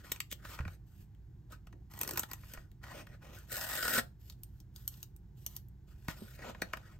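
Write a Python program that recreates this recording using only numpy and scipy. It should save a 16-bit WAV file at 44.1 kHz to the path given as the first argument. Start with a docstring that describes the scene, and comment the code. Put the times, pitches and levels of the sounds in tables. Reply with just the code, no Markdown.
"""Opening a taped envelope

A stiff paper envelope on a craft desk in a quiet room, close to a small stereo microphone. A knife is picked
up beside the scissors and slits the tape seal; fingers peel the tape in one rip, pick the sticky scrap off
the skin, then tap and lift the flap. Bursts of noise make the contacts and random clicks the rubbing; they
ring the modes of the paper panel or tools. Low damped sines are the bumps; rumble and hum lie behind."""
import sys
import numpy as np
from scipy import signal
from scipy.fft import rfft, irfft
from scipy.io import wavfile

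SR = 44100
rng = np.random.default_rng(int(sys.argv[2]) if len(sys.argv) > 2 else 0)


def generate_wav(signal):
    """Clip the signal to [-1, 1] and save it as 16-bit WAV at the path in sys.argv[1]."""
    frames = np.transpose(np.atleast_2d(signal))
    scaled = np.clip(frames, -1, 1) * 32767
    pcm = np.round(scaled).astype(np.int16)
    wavfile.write(sys.argv[1], SR, pcm)


N = 308259
TIME = np.arange(N) / SR
FREQS = np.fft.rfftfreq(N, 1 / SR)

# Patches of glue letting go. Each row: time in seconds, relative level in dB, sharpness in dB
# (in all contact tables 0 is usual for the kind, below 0 is soft and dull).
GLUE_SNAPS = [(3.3874, -58.5, 8.5), (3.5089, -54.5, 5), (3.5182, -47, 10), (3.5273, -43, 8),
              (3.5676, -42.5, 6.5), (3.6116, -42, 2), (3.7317, -42, 1.5), (3.828, -37.5, 0),
              (3.8539, -41, -4), (3.8812, -36.5, 3), (3.9099, -43, -2.5), (3.937, -39, 1),
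              (3.9498, -38.5, 3.5), (3.9803, -34, -4), (3.9883, -38.5, -7), (3.9949, -40, 1)]
# Force spectrum of tearing glue. Each row: frequency in Hz, relative level in dB.
PEEL_COLOUR = [(200, 0.5), (650, 4.5), (1000, -4.5), (1500, 4), (2300, 3.5), (3400, 1.5), (4600, -1.5),
               (5150, 3.5), (5700, -5), (8300, 4), (12500, 2.5), (16000, -4.5)]
# Modes of the envelope's panel, also rung by knife, scrap and hands.
# Each row: frequency in Hz, width in Hz (at least 60 is used), relative level in dB.
PANEL_MODES = [(213, 86, -10.5), (352, 27, -9.5), (488, 90, -4.5), (680, 220, -4), (1113, 350, -4.5),
               (1280, 145, 3), (1428, 200, 0.5), (1694, 160, -3.5), (1866, 140, -5), (2364, 600, -23)]


def tape():
    """Glue strands tear out of the paper in a dense crackle, with jerks where a whole patch lets go."""
    peel_start_s, yank_start_s, peel_end_s = 3.52, 3.925, 3.988
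    peel_s = peel_end_s - peel_start_s
    yank_s = peel_end_s - yank_start_s
    rasp, body, fizz = friction(PEEL_COLOUR, PANEL_MODES, rate=1500, scatter_db=2.2, spread=1.7,
                                slip_rate=260, slip_db=2.5)
    # one steadily growing pull, then a yank that frees the end
    pull = rub(peel_start_s, peel_s, db=-42.5, growth_db=6, attack_s=0.013, release_s=0.0094)
    yank = rub(yank_start_s, yank_s, db=-37.5, growth_db=1, attack_s=0.012, release_s=0.007)
    # the longer the freed tape, the more it shakes the envelope
    freed = np.clip((TIME - peel_start_s) / peel_s, 0, 1)
    panel_db = -1 + 1.5 * freed
    crackle = np.hypot(pull, yank) * (rasp + amp(panel_db) * body + amp(1.5) * fizz)
    jerks = contacts(GLUE_SNAPS, PEEL_COLOUR, PANEL_MODES, gain_db=-11, body_db=0.5, fizz_db=-6, snap=0.7,
                     creep_s=0.0003, contact_s=0.0016, spot_hz=4930, soft_body=1.1)
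    return crackle + jerks


# The blade catching and breaking through the tape.
# Each row: time in seconds, relative level in dB, sharpness in dB.
BLADE_SNAPS = [(1.5225, -63.5, 4), (1.6711, -63.5, -9), (1.7278, -67.5, -12), (1.9379, -59.5, 1),
               (1.9911, -57.5, 10), (2.0081, -56.5, -5), (2.0142, -42.5, 7), (2.0334, -45.5, 6),
               (2.0485, -53, -1), (2.0773, -45.5, 2), (2.0915, -45.5, 1), (2.1104, -46.5, 5),
               (2.1361, -55.5, 7), (2.1749, -40, 3), (2.1805, -50.5, 7.5), (2.1953, -42, 9),
               (2.2336, -45.5, -4.5), (2.3147, -50, 1), (2.3343, -50.5, 5.5), (2.5373, -53, 2)]
# The blade dragging through the seal. Each row: start in seconds, length in seconds, relative level
# in dB midway, growth over the rub in dB, pressure in dB.
SLIT_RUBS = [(1.91, .085, -63, 3, 0), (2.0, .15, -63.5, 3, -1), (2.16, 0.079, -57.5, -7.5, 0.5),
             (2.29, 0.089, -69, -7, 2)]
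# The paper groaning under the blade's pressure.
# Each row: start in seconds, length in seconds, level in dB midway, growth in dB.
GROAN_RUBS = [(1.73, 0.089, -61, -4), (1.974, 0.16, -55.5, 11), (2.15, 0.04, -60, 0.5)]
# Force spectrum of the blade. Each row: frequency in Hz, relative level in dB.
BLADE_COLOUR = [(200, 7.5), (600, -2.5), (900, 4), (1500, -5.5), (2500, 7.5), (5000, 1.5), (8500, 2),
                (12000, -4), (14000, -3), (16000, -16)]
# Filter that makes the groan. Each row: frequency in Hz, relative level in dB.
GROAN_COLOUR = [(120, -15.5), (200, -14), (340, 12), (450, 2), (700, -6.5), (1000, -25.5), (2000, -54)]


def knife():
    """The blade scrapes and snaps through the seal while the paper groans under it."""
    snaps = contacts(BLADE_SNAPS, BLADE_COLOUR, PANEL_MODES, gain_db=-10, body_db=2, fizz_db=4, snap=0.51,
                     creep_s=0.00087, contact_s=0.00085, spot_hz=4430, soft_body=0.38)
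    grains = friction(BLADE_COLOUR, PANEL_MODES, rate=1900, scatter_db=2, spread=0.55,
                      slip_rate=180, slip_db=5)
    scrape = drag(SLIT_RUBS, grains, rasp_db=0.5, body_db=4, fizz_db=4, dulling=0.8,
                  attack_s=0.005, release_s=0.013)
    groan_gain = sum(rub(*row, attack_s=0.005, release_s=0.012) for row in GROAN_RUBS)
    groan = unit(shade(grains[1], GROAN_COLOUR)) * groan_gain
    return snaps + scrape + groan


# The tape scrap unsticking from the fingertips.
# Each row: time in seconds, relative level in dB, sharpness in dB.
SCRAP_TICKS = [(4.2992, -52, -5.5), (4.324, -64, -7), (4.4347, -59, 8.5), (4.6024, -63.5, -1.5),
               (4.7615, -53.5, -4.5), (4.8782, -44.5, 7), (4.941, -61, -12), (5.0295, -50, 1.5),
               (5.164, -71.5, 8.5), (5.4643, -43.5, 3.5), (5.5654, -51, 7.5), (5.6855, -81.5, 12)]
# Fingertips rolling the scrap.
# Each row: start in seconds, length in seconds, relative level in dB midway, growth in dB.
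ROLL_RUBS = [(4.208, 0.1, -72.5, 7), (4.39, .22, -86.5, 9), (4.757, 0.13, -71.5, -7),
             (4.926, 0.11, -69, -7), (5.371, 0.2, -71, 9.5)]
# Force spectrum of the scrap. Each row: frequency in Hz, relative level in dB.
SCRAP_COLOUR = [(200, -6.5), (900, 2.5), (1500, -6), (3000, 11.5), (5000, 9), (6700, 8), (9000, 8),
                (12000, 8), (16000, 0.5)]


def scrap():
    """The sticky scrap is rolled between the fingers and ticks as it comes off the skin."""
    rasp, body, fizz = friction(SCRAP_COLOUR, PANEL_MODES, rate=4300, scatter_db=2.5, spread=0.76,
                                slip_rate=40, slip_db=2)
    roll_gain = sum(rub(*row, attack_s=0.01, release_s=0.022) for row in ROLL_RUBS)
    rolling = (rasp + amp(-6) * body + amp(6) * fizz) * roll_gain
    ticks = contacts(SCRAP_TICKS, SCRAP_COLOUR, PANEL_MODES, gain_db=-10, body_db=-16, fizz_db=5, snap=0.38,
                     creep_s=0.00011, contact_s=0.00065, spot_hz=5270, soft_body=0.18, spot_db=0)
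    return rolling + ticks


# Fingers and flap tapping the envelope.
# Each row: time in seconds, relative level in dB, sharpness in dB.
PAPER_TAPS = [(0.4515, -56, 3), (0.5896, -52, -3), (0.6069, -58, -3), (0.6517, -57, -5),
              (0.6797, -56.5, -1), (2.4346, -67, -2), (2.5744, -59.5, -11), (2.8389, -60, -3),
              (3.0696, -63, 6), (6.0841, -46, 5.5), (6.3916, -65, 4), (6.5483, -59.5, -8), (6.6198, -40, 7),
              (6.6304, -61, -1), (6.7348, -43, 0.5), (6.7719, -57.5, 6.5)]
# Skin and paper sliding over each other. Each row: start in seconds, length in seconds,
# relative level in dB midway, growth over the rub in dB, pressure in dB.
STROKES = [(0.0, 0.027, -74, -15, 6), (0.045, 0.13, -66, -8, 4.5), (0.39, 0.06, -75, 6, 7.5),
           (0.45, 0.1, -61, 10.5, 3.5), (0.58, 0.098, -73, -7, 11), (0.69, 0.054, -73, 2, 1),
           (0.87, 0.16, -81, 6.5, -4.5), (1.506, 0.025, -68, 13, 6), (2.39, 0.13, -71, 12, -1),
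           (2.55, 0.11, -74, -20, 5.5), (2.833, 0.18, -62, 5, 8.5), (3.07, 0.082, -75.5, 4, 10),
           (3.222, 0.11, -68, 4.5, 9), (3.35, 0.15, -72, -10.5, 2.5), (5.88, 0.039, -75.5, 1.5, 2),
           (5.95, 0.11, -80.5, 14, 0), (6.094, .05, -59, -12, 4.5), (6.17, 0.19, -67.5, -1, 1),
           (6.387, 0.11, -61, 9, 11.5), (6.53, 0.089, -74.5, 8, 9.5), (6.65, 0.31, -74, -2.5, 8)]
# Force spectrum of the taps. Each row: frequency in Hz, relative level in dB.
TAP_COLOUR = [(200, 9.5), (550, -2.5), (1000, 1.5), (1500, -3.5), (2400, 6.5), (3300, -3), (5000, -7.5),
              (8500, -19.5), (16000, -34.5)]
# Force spectrum of sliding skin. Each row: frequency in Hz, relative level in dB.
SKIN_COLOUR = [(200, 8.5), (600, 4), (1100, 0), (1800, 2.5), (2400, 8.5), (3400, 3.5), (4400, 1),
               (5000, 2.5), (5700, -1.5), (8500, -3), (16000, -19)]


def hands():
    """Fingers brush and tap the envelope; soft fingertips land gradually."""
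    grains = friction(SKIN_COLOUR, PANEL_MODES, rate=8300, scatter_db=2, spread=0.8,
                      slip_rate=230, slip_db=3.5)
    taps = contacts(PAPER_TAPS, TAP_COLOUR, PANEL_MODES, gain_db=-8.5, body_db=7.5, fizz_db=-7.5, snap=0.32,
                    creep_s=0.00073, contact_s=0.00095, spot_hz=2380, soft_body=0.1, spot_q=2, spot_db=-6.5)
    strokes = drag(STROKES, grains, rasp_db=2.5, body_db=2, fizz_db=6, dulling=0.75,
                   attack_s=0.0072, release_s=0.015)
    return strokes + taps


# Knife and scissors knocking together.
# Each row: time in seconds, relative level in dB, sharpness in dB.
TOOL_KNOCKS = [(0.1185, -40.5, -3), (0.1207, -42.5, 6.5), (0.1617, -55.5, -22.5), (0.2042, -39.5, -3),
               (0.3149, -50.5, -0.5), (0.3246, -48, -1.5), (0.3275, -47, 0), (1.1493, -79.5, -3),
               (2.7164, -74, 1)]
# The knife sliding off the scissors. Each row: start in seconds, length in seconds,
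# relative level in dB midway, growth in dB, pressure in dB.
KNIFE_SLIDE = [(.309, 0.013, -49, 12.5, -2)]
# Force spectrum of the tools. Each row: frequency in Hz, relative level in dB.
TOOL_COLOUR = [(200, -3.5), (1200, -24.5), (3200, 1.5), (5200, -7), (7200, 0.5), (11500, -3), (13700, -1.5),
               (16000, -8)]
# Modes of the tools. Each row: frequency in Hz, width in Hz, relative level in dB.
TOOL_MODES = [(468, 490, -2), (1180, 170, 10), (1624, 506, 7), (2203, 1100, -1.5), (3170, 200, -34)]


def pickup():
    """The knife knocks against the scissors and slides off them."""
    knocks = contacts(TOOL_KNOCKS, TOOL_COLOUR, TOOL_MODES, gain_db=-9, body_db=-3, fizz_db=3.7, snap=0.15,
                      creep_s=0.00048, contact_s=0.00036, spot_hz=3500, soft_body=0.15, spot_db=-7.5)
    grains = friction(TOOL_COLOUR, TOOL_MODES, rate=2100, scatter_db=2.5, spread=0.66,
                      slip_rate=130, slip_db=3)
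    slide = drag(KNIFE_SLIDE, grains, rasp_db=-0.5, body_db=-10.5, fizz_db=-13, dulling=0.8,
                 attack_s=0.0055, release_s=0.0068)
    return knocks + slide


# The envelope bumping on the desk. Each row: time in seconds, starting level of the lower mode's
# decay in dB, its pitch in Hz, time to fall by 60 dB in seconds.
BUMPS = [(0.602, -28, 75.6, 0.16), (.660, -31.5, 89.7, 0.14), (2.579, -42, 35.6, 0.21),
         (3.978, -28.5, 235.2, 0.1), (6.086, -27, 151, 0.035), (6.221, -33.5, 213, 0.05),
         (6.626, -45, 186, 0.15)]


def bumps(rise_s=0.00042, upper_ratio=1.7, upper_db=-8):
    """The envelope lands on its cushion of air: two low, quickly damped modes."""
    out, t = np.zeros((2, N)), TIME[:SR // 3]
    for s, db, hz, t60 in BUMPS:
        turn = 2 * np.pi * hz * t
        envelope = amp(db - 60 * t / t60) * (1 - np.exp(-t / rise_s))
        add(out, s, envelope * (np.sin(turn) + amp(upper_db) * np.sin(upper_ratio * turn)))
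    return out


def contacts(table, colour, modes, gain_db, body_db, fizz_db, snap, creep_s, contact_s, spot_hz, soft_body,
             spot_q=4, spot_db=2):
    """Slips build up as a contact creeps, it lets go with a snap, and they die within the contact time.
    Sharp contacts are short, high and fizzy; soft ones shake the body more."""
    halving_db, octave_db = 23, 14  # sharpness that halves the contact time, and that raises it an octave
    lead = SR // 100  # samples before the snap
    out, t = np.zeros((2, N)), TIME[:SR // 12] - lead / SR
    for (s, db, sharp), slips in zip(table, rng.standard_normal((len(table), len(t)))):
        span = contact_s * 2 ** (-sharp / halving_db)
        pitch = np.clip(spot_hz * 2 ** (sharp / octave_db), 2200, 8800)
        # longer contacts also build up more slowly
        force = slips * np.exp(np.minimum(t / (creep_s + span / 2), -t / (2 * span)))
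        force /= np.linalg.norm(force)
        force[lead] += snap
        force = tint(force, colour)
        # the spot that is touched rings briefly at a pitch of its own
        force = force + amp(spot_db) * signal.lfilter(*signal.iirpeak(pitch, spot_q, fs=SR), force)
        crack, body, fizz = radiate(force, modes)
        sound = crack + amp(body_db - soft_body * sharp) * body + amp(fizz_db + sharp) * fizz
        add(out, s - lead / SR, amp(db + gain_db) * sound)
    return out


def friction(colour, modes, rate, scatter_db, spread, slip_rate, slip_db):
    """Fibres catch and break at random, their strength changing as the contact sticks and slips.
    Each throws its treble unevenly to the two sides; the rates are per second."""
    breaks = rng.random(N) < rate / SR
    strength = amp(scatter_db * np.minimum(rng.exponential(size=N), 4))
    force = breaks * rng.choice([-1, 1], N) * strength
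    # every slip lasts a random time and has its own strength
    slip = np.cumsum(rng.random(N) < slip_rate / SR)
    slip_gain = amp(slip_db * rng.uniform(-1, 1, N + 1)[slip])
    force = hand_echo(force * slip_gain)
    crack, body, fizz = radiate(tint(force, colour), modes)
    sides = np.array([hand_echo(force * share) for share in rng.standard_normal((2, N))])
    aside = radiate(tint(sides, colour), modes)[0]
    return unit(crack + spread * aside), body, fizz


def drag(table, grains, rasp_db, body_db, fizz_db, dulling, attack_s, release_s):
    """Play friction grains along each rub; pressure brings out the body and smothers the fizz."""
    rasp, body, fizz = grains
    gains = np.array([rub(*row[:4], attack_s, release_s) for row in table])
    pressure = np.array(table)[:, 4]
    rasp_gain = amp(rasp_db) * gains.sum(axis=0)
    body_gain = amp(body_db + pressure) @ gains
    fizz_gain = amp(fizz_db - dulling * pressure) @ gains
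    return rasp * rasp_gain + body * body_gain + fizz * fizz_gain


def rub(start, length, db, growth_db, attack_s, release_s):
    """Gain of one rub: it sets in quickly, grows or fades evenly while the hand moves, and dies away."""
    t = TIME - start
    outside = np.maximum(-t / attack_s, (t - length) / release_s).clip(0, 40)
    progress = np.clip(t / length, 0, 1)
    return amp(db + growth_db * (progress - 0.5)) * np.exp(-outside)


def hand_echo(x, echo=0.61, longest_s=0.0012, moves_per_s=16):
    """The moving hand throws the sound back over a changing path, so the colour keeps shifting."""
    pose = np.cumsum(rng.random(N) < moves_per_s / SR)
    delay = longest_s * rng.uniform(0.2, 1, N + 1)[pose]
    source = np.maximum(np.arange(N) - (delay * SR).astype(int), 0)
    return x + echo * x[source]


def radiate(force, modes):
    """A force is heard three ways: the crack of the contact, the ringing body, the fizz of the top treble."""
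    t, ring = TIME[:SR // 10], 0
    for k, (hz, width, db) in enumerate(modes):
        width = max(width, 60)
        # neighbouring modes move the surface in opposite directions
        sign = (-1) ** k
        ring = ring + sign * amp(db) * width * np.exp(-np.pi * width * t) * np.cos(2 * np.pi * hz * t)
    crack = signal.sosfilt(signal.butter(2, [2200, 9800], "band", fs=SR, output="sos"), force)
    fizz = signal.sosfilt(signal.butter(4, 11000, "high", fs=SR, output="sos"), force)
    body = signal.sosfilt(signal.butter(2, 2800, fs=SR, output="sos"), convolve(force, ring))
    return unit(crack), unit(body), unit(fizz)


def amp(db):
    """Decibels to gain."""
    return 10 ** (np.asarray(db) / 20)


def unit(x):
    """Scale to rms 1."""
    return x / np.sqrt(np.mean(x ** 2))


def along(points, hz):
    """Read (Hz, value) points on a log-frequency axis."""
    f, value = np.transpose(points)
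    return np.interp(np.log(hz + 1e-3), np.log(f), value)


def shade(x, points):
    """Filter a full-length signal by a spectrum, without phase shift."""
    return irfft(rfft(x) * amp(along(points, FREQS)), N)


def convolve(x, response):
    """Filter along time, keeping the length."""
    return signal.fftconvolve(np.atleast_2d(x), np.atleast_2d(response), axes=-1)[:, :x.shape[-1]]


def tint(x, points, size=512):
    """Causal (minimum-phase) filter with the given spectrum, so attacks stay sharp."""
    cepstrum = irfft(np.log(amp(along(points, np.fft.rfftfreq(size, 1 / SR)))))
    cepstrum[1:size // 2] *= 2
    cepstrum[size // 2 + 1:] = 0
    return convolve(x, irfft(np.exp(rfft(cepstrum))))


def add(out, s, sound):
    """Mix a short sound in at time s."""
    start = max(int(s * SR), 0)
    out[:, start:start + sound.shape[-1]] += sound[..., :N - start]


def reflections(x, t60, delay_s, colour):
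    """A dying cloud of echoes, different at each port; t60 is the time in seconds to fall by 60 dB."""
    t = TIME[:SR * 2 // 3]
    cloud = rng.standard_normal((2, len(t))) * np.exp(-np.log(1000) * t / t60) * (t > delay_s)
    return shade(convolve(x, cloud / np.linalg.norm(cloud, axis=1, keepdims=True)), colour)


# Spectrum of the room's rumble. Each row: frequency in Hz, relative level in dB per Hz.
AIR_COLOUR = [(12, -61), (20, -24), (43, -7.5), (65, -7), (86, -8), (123, -7.5), (204, -20.5), (228, -29.5),
              (337, -25.5), (574, -46.5), (780, -40), (1330, -52.5), (1480, -47), (2530, -56.5),
              (16000, -60)]
# Hum of a machine. Each row: frequency in Hz, level in dB rms.
HUM = [(57, -58.5), (98, -64.5), (120, -65.5), (200, -71)]


def room_tone(rumble_db=-53.5, side_db=-16, waver=0.4):
    """Low rumble, nearly the same on both sides, with a hum whose phases wander."""
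    mid, side = (shade(rng.standard_normal(N), AIR_COLOUR) for _ in range(2))
    rumble = unit(mid) + amp(side_db) * unit(side) * np.array([[1], [-1]])
    knots = np.linspace(0, TIME[-1], num=50)
    hum = 0
    for hz, db in HUM:
        wander = np.cumsum(waver * rng.standard_normal(len(knots)))  # radians
        phase = 2 * np.pi * hz * TIME + np.interp(TIME, knots, wander)
        hum = hum + amp(db) * np.sqrt(2) * np.sin(phase)
    return amp(rumble_db) * rumble + hum


def scene():
    """The handling, its quick echoes off desk and shelves, and the small room around them."""
    direct = pickup() + knife() + tape() + scrap() + hands() + bumps()
    # echo colours: (Hz, dB)
    desk = reflections(direct, t60=0.061, delay_s=0.0017, colour=[
        (150, -36), (700, -2), (1500, -5), (3500, -4.5), (8000, -4), (14000, -10.5)])
    walls = reflections(direct, t60=0.2, delay_s=0.018, colour=[
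        (150, -20.5), (700, -11), (1400, -17), (2600, -18), (4500, -15.5), (8000, -20), (14000, -20.5)])
    return direct + desk + walls + room_tone()


# Balance of the microphone pair. Each row: frequency in Hz, left minus right in dB.
PORT_BALANCE = [(60, -2), (300, -1.9), (700, 1.4), (1500, 1.6), (2500, 1), (4400, 5.5), (8000, 1.8),
                (14000, -1)]
# Phase between the pair. Each row: frequency in Hz, radians by which left leads.
PORT_PHASE = [(100, 0.025), (700, 1.2), (1500, 0.2), (4000, 1.3), (7000, 1.1), (9000, 2.8), (13000, 5.45),
              (16000, 22)]
# Notch of the microphone ports. Each row: frequency in Hz, gain in dB.
PORT_NOTCH = [(8700, -1), (9150, -5.5), (9500, -22), (10750, -24.5), (11150, -4.5), (11700, 0)]


def record(dry):
    """Two ports with their own colour and phase, a deep notch near 10 kHz, and a steep top cut."""
    half = np.array([[1], [-1]]) / 2  # left and right share each difference
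    gain = amp(along(PORT_NOTCH, FREQS) + half * along(PORT_BALANCE, FREQS))
    ports = gain * np.exp(1j * half * along(PORT_PHASE, FREQS))
    top_cut = signal.ellip(8, 0.2, 70, 16100, fs=SR, output="sos")  # ripple dB, stopband dB, edge Hz
    return signal.sosfilt(top_cut, irfft(rfft(dry) * ports, N))


dry = scene()
out = record(dry)
generate_wav(out)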